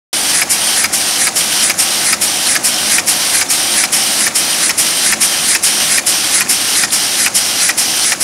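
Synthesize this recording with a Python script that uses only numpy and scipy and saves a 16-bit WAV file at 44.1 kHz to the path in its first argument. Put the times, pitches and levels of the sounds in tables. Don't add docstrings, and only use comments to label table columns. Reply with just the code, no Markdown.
import sys
import numpy as np
from scipy import signal
from scipy.fft import rfft, irfft, next_fast_len
from scipy.io import wavfile

SR = 44100
rng = np.random.default_rng(int(sys.argv[2]) if len(sys.argv) > 2 else 0)


def unload_wav(signal):
    wavfile.write(
        sys.argv[1],
        SR,
        np.round(np.clip(np.atleast_2d(signal).T, -1, 1) * 32767).astype(np.int16),
    )


N = 362943
TIME = np.arange(N) / SR
FIRST_POP_S, STROKE_S = .4193, .42798
POP_TIMES_S = np.arange(FIRST_POP_S, N / SR, STROKE_S)


# time after the pop in seconds, level in dB.
OPEN_FLOW = [(-.11, 1), (-.075, 1), (-.04, -25), (.01, -37), (.072, -28), (.09, -2), (.125, 0.5)]
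GAP_FLOW = [(-.15, -29), (-.095, -12), (-.064, 0.5), (-.032, -1), (-.015, -1.5), (0, -4), (.016, -46)]
SPIT_FLOW = [(-.018, -40), (-.008, -2), (-.002, 1), (.008, -21), (.03, -55)]
LEAK_FLOW = [(-.015, -34), (.006, 3), (.016, 0.5), (.025, -16), (.036, -10), (.051, -10), (.066, -12.5),
             (.09, -10), (.13, -33)]
RUSH_FLOW = [(.063, -27.5), (.076, -14.5), (.0865, -1), (.1, -0.5), (.116, -3.5), (.135, -9), (.2, -33)]
# frequency in Hz, density in dB per Hz.
OPEN_SPECTRUM = [(200, -86.5), (750, -58.5), (1000, -61.5), (1500, -58.5), (4000, -55.5), (5700, -53),
                 (6700, -59), (8300, -57.5), (10500, -58.5), (11700, -62.5), (13000, -70), (15500, -77.5)]
GAP_SPECTRUM = [(300, -73.5), (750, -63.5), (1000, -63.5), (1550, -52.5), (2050, -49.5), (2950, -58),
                (3700, -55), (6500, -52), (8000, -51), (10500, -53), (11500, -65), (13000, -68),
                (15500, -78)]
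SPIT_SPECTRUM = [(2000, -62), (8000, -81), (9300, -53), (10800, -48), (12000, -54), (15500, -68)]
LEAK_SPECTRUM = [(300, -75), (1100, -55.5), (2200, -54.5), (3200, -60), (5200, -54), (6700, -52.5),
                 (8600, -58), (9500, -54.5), (11000, -62.5), (15500, -96)]
RUSH_SPECTRUM = [(600, -78), (2300, -52), (3400, -62.5), (4600, -55.5), (5400, -46.5), (6300, -53.5),
                 (7100, -49), (7900, -49.5), (8800, -46), (10300, -46), (11500, -52), (15500, -72)]
# frequency in Hz, width in Hz, level in dB.
OPEN_BORES = [(3090, 340, -29.5), (4080, 340, -42), (4880, 180, -35.5), (5720, 710, -29.5),
              (9040, 580, -23.5), (10900, 400, -34), (12250, 450, -36.5), (14000, 600, -40)]
GAP_BORES = [(4130, 340, -36), (4980, 280, -26.5), (5910, 450, -25.5), (7700, 630, -36), (8940, 650, -20),
             (14500, 700, -42)]

def suction(clock_s, flutter_db=.51, flutter_hz=60, sway_db=.64, sway_hz=6, flare_db=1.8, flare_hz=12):
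    phases = [(OPEN_FLOW, OPEN_SPECTRUM, OPEN_BORES),
              (GAP_FLOW, GAP_SPECTRUM, GAP_BORES),
              (SPIT_FLOW, SPIT_SPECTRUM, ()),
              (LEAK_FLOW, LEAK_SPECTRUM, ()),
              (RUSH_FLOW, RUSH_SPECTRUM, ())]
    air = np.zeros(N)
    for flow, spectrum, bores in phases:
        flow_db, = along(flow, clock_s)
        turbulence_db = flutter_db * drift(flutter_hz) + sway_db * drift(sway_hz)
        resonances = sum(from_db(db + flare_db * drift(flare_hz)) * blown(hz, width_hz)
                         for hz, width_hz, db in bores)
        air += from_db(flow_db + turbulence_db) * (noise(spectrum) + resonances)
    return air


# time after the pop in seconds, pitch in Hz, level in dB.
GAP_WHISTLE = [(-.12, 10900, -44), (-.07, 10440, -17), (-.045, 10180, -17.5), (-.024, 9860, -17),
               (-.01, 9810, -68), (.01, 9730, -60)]

def whistle(clock_s, width_hz=1150, wander=.022):
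    hz, db = along(GAP_WHISTLE, clock_s)
    return from_db(db) * blown(hz * (1 + wander * drift(3)), width_hz)


# time after the pop in seconds, pitch in Hz, level in dB.
PORT_SQUEALS = [(.095, 9800, -24), (.11, 7050, -22), (.1, 5300, -22.5), (.16, 5680, -24),
                (.255, 3050, -23.5), (.345, 4160, -23.5)]

def squeals(swell_s=.0087, width_hz=380, scatter_s=.013, uneven_db=3, detune=.035):
    chirps = np.zeros(N)
    breath_cos, breath_sin = drift(width_hz / 2), drift(width_hz / 2)
    for pop_s in POP_TIMES_S:
        for after_s, hz, db in PORT_SQUEALS:
            late, sharp, strong = np.clip(rng.standard_normal(3), -2, 2)
            peak_s = pop_s + after_s + scatter_s * late
            span = slice(*np.searchsorted(TIME, [peak_s - np.pi * swell_s, peak_s + np.pi * swell_s]))
            t = TIME[span] - peak_s
            phase = 2 * np.pi * hz * (1 + detune * sharp) * t
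            tone = breath_cos[span] * np.cos(phase) + breath_sin[span] * np.sin(phase)
            chirps[span] += from_db(db + uneven_db * strong) * np.exp(-(t / swell_s) ** 2) * tone
    return chirps


# frequency in Hz, relative level in dB, T60 in seconds.
CAPSULE_MODES = [(747, -14, 0.039), (1364, -11.5, 0.025), (1810, 0, 0.016), (2306, 1, 0.014),
                 (2530, -2, 0.0054), (5130, 0.5, 0.0095)]

def pops(capsules=9, level_db=-19.5, lead_s=.006, scatter_s=.004, uneven_db=2.5, rise_per_s=.0088):
    size = SR // 10
    track = np.zeros(N + size)
    for pop_s in POP_TIMES_S:
        db = rng.normal(level_db, 1)
        pitch_ratio = rng.normal(1, .028) + rise_per_s * (pop_s - TIME.mean())
        lag_s = rng.gamma(2, scatter_s, capsules)
        landings = np.minimum(lag_s * SR, size // 2).astype(int)
        pull = np.exp(-lag_s / (4 * scatter_s))
        burst = np.zeros(size)
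        for hz, mode_db, t60_s in CAPSULE_MODES:
            strength = pull * from_db(mode_db + uneven_db * rng.standard_normal(capsules))
            strength *= rng.choice([-1, 1], capsules)
            burst += ring(np.bincount(landings, strength, size), hz * pitch_ratio, t60_s)
        start = int((pop_s - lead_s) * SR)
        track[start:start + size] += from_db(db) * unit_rms(burst)
    return signal.sosfilt(signal.butter(1, 900, "high", fs=SR, output="sos"), track[:N])


def hopper(ticks_per_s=90, level_db=-35, uneven_db=7, low_hz=1500, high_hz=7000, t60_s=.01, shells=10):
    hits = rng.random(N) < ticks_per_s / SR
    clicks = hits * from_db(uneven_db * np.clip(rng.standard_normal(N), -2, 2))
    shell = rng.integers(0, shells, N)
    pitches_hz = np.geomspace(low_hz, high_hz, shells)
    ticks = sum(ring(clicks * (shell == k), hz, t60_s) for k, hz in enumerate(pitches_hz))
    return from_db(level_db) * unit_rms(ticks)


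# frequency in Hz, density in dB per Hz.
DRIVE_SPECTRUM = [(25, -85), (45, -79), (62, -68), (90, -62), (130, -64), (165, -59.5), (330, -55),
                  (420, -63.5), (560, -59), (760, -60.5), (950, -64.5), (1800, -68), (3000, -70),
                  (15000, -82)]
# frequency in Hz, level in dB.
HUM_TONES = [(156, -55), (172, -53), (215, -44)]
WHINE_TONES = [(732, -46), (780, -49.5)]
# time in seconds, relative load.
GEAR_LOAD = [(3.8, 1.9), (4.7, 0.2), (8.2, -1.1)]
# time in seconds, gain in dB.
RUMBLE_GAIN = [(.2, -0.8), (3.8, 0.1), (8.2, -1.3)]

def drive(churn_db_per_load=.72, whine_db_per_load=3.7, split_hz=480):
    load, = along(GEAR_LOAD, TIME)
    rumble_db, = along(RUMBLE_GAIN, TIME)
    running = noise(DRIVE_SPECTRUM)
    churn = signal.sosfiltfilt(signal.butter(3, split_hz, "high", fs=SR, output="sos"), running)
    rumble = running - churn
    hum = tones(HUM_TONES, waver_hz=4.6, throb_db=4)
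    whine = tones(WHINE_TONES, waver_hz=5.93, throb_db=3)
    gears = from_db(churn_db_per_load * load) * churn + from_db(whine_db_per_load * load) * whine
    return from_db(rumble_db) * (rumble + hum) + gears


# time in seconds, gain in dB.
NEARNESS = [(.15, -.5), (6.4, 0.27), (8.2, -1.5)]
# time in seconds, band gain in dB.
STEEL_REFLECTION = [(6, -.5), (7.6, 1.8)]

def round_turret(air, bright_hz=5550, q=5):
    level_db, = along(NEARNESS, TIME)
    bright_db, = along(STEEL_REFLECTION, TIME)
    bright = signal.lfilter(*signal.iirpeak(bright_hz, q, fs=SR), air)
    return from_db(level_db) * (air + (from_db(bright_db) - 1) * bright)


def guard_echoes(direct, echo_db=-13, t60_s=.18, echoes=40, places=5):
    heard = direct.copy()
    place = np.linspace(0, places - 1, N)
    for k in range(places):
        delay_s = rng.uniform(.002, .035, echoes)
        heights = rng.choice([-1, 1], echoes) * from_db(-60 * delay_s / t60_s)
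        response = np.bincount((delay_s * SR).astype(int), heights / np.linalg.norm(heights))
        crossfade = np.sqrt(np.clip(1 - np.abs(place - k), 0, 1))
        heard += from_db(echo_db) * crossfade * signal.oaconvolve(direct, response)[:N]
    return heard


def stroke_clock(hold_s=.075, spread_s=.0015):
    stroke = np.searchsorted((POP_TIMES_S[1:] + POP_TIMES_S[:-1]) / 2, TIME)
    since_s = TIME - POP_TIMES_S[stroke]
    late_s = spread_s * rng.standard_normal(len(POP_TIMES_S))
    return since_s - late_s[stroke] * np.clip(since_s / hold_s, 0, 1)


def blown(hz, width_hz):
    phase = 2 * np.pi * np.cumsum(hz * np.ones(N)) / SR
    return drift(width_hz / 2) * np.cos(phase) + drift(width_hz / 2) * np.sin(phase)


def ring(clicks, hz, t60_s):
    radius, angle = from_db(-60 / (t60_s * SR)), 2 * np.pi * hz / SR
    return signal.lfilter([.5, 0, -.5], [1, -2 * radius * np.cos(angle), radius ** 2], clicks + 1e-18)


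def tones(rows, waver_hz, throb_db):
    total = np.zeros(N)
    for hz, db in rows:
        amplitude = np.sqrt(2) * from_db(db + throb_db * drift(5.5))
        phase = 2 * np.pi * np.cumsum(hz + waver_hz * drift(8.5)) / SR
        total += amplitude * np.sin(phase)
    return total


def noise(spectrum):
    size = next_fast_len(N)
    hz = np.maximum(np.fft.rfftfreq(size, 1 / SR), 1)
    points_hz, points_db = np.transpose(spectrum)
    db = np.interp(np.log(hz), np.log(points_hz), points_db)
    return irfft(rfft(rng.standard_normal(size)) * from_db(db), size)[:N] * np.sqrt(SR / 2)


def drift(rate_hz, hop=8):
    lowpass = signal.butter(2, rate_hz, fs=SR / hop, output="sos")
    slow = signal.sosfilt(lowpass, rng.standard_normal((N + SR) // hop + 2))[SR // hop:]
    return np.interp(np.arange(N) / hop, np.arange(len(slow)), unit_rms(slow))


def along(rows, at_s):
    times_s, *columns = np.transpose(rows)
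    return [np.interp(at_s, times_s, column) for column in columns]


def from_db(db):
    return 10 ** (np.asarray(db) / 20)


def unit_rms(x):
    return x / np.sqrt(np.mean(x ** 2) + 1e-20)


def scene():
    clock_s = stroke_clock()
    air = round_turret(suction(clock_s) + whistle(clock_s)) + squeals()
    machine = guard_echoes(air + pops() + hopper()) + drive()
    return np.stack([machine, machine])


def record(dry, start_s=.129, fade_s=.002, cutoff_hz=15700):
    gate = np.clip((TIME - start_s) / fade_s, 0, 1)
    lowpass = signal.ellip(12, .1, 80, cutoff_hz, fs=SR, output="sos")
    return signal.sosfilt(lowpass, np.clip(dry, -1, 1) * gate)


dry = scene()
out = record(dry)
unload_wav(out)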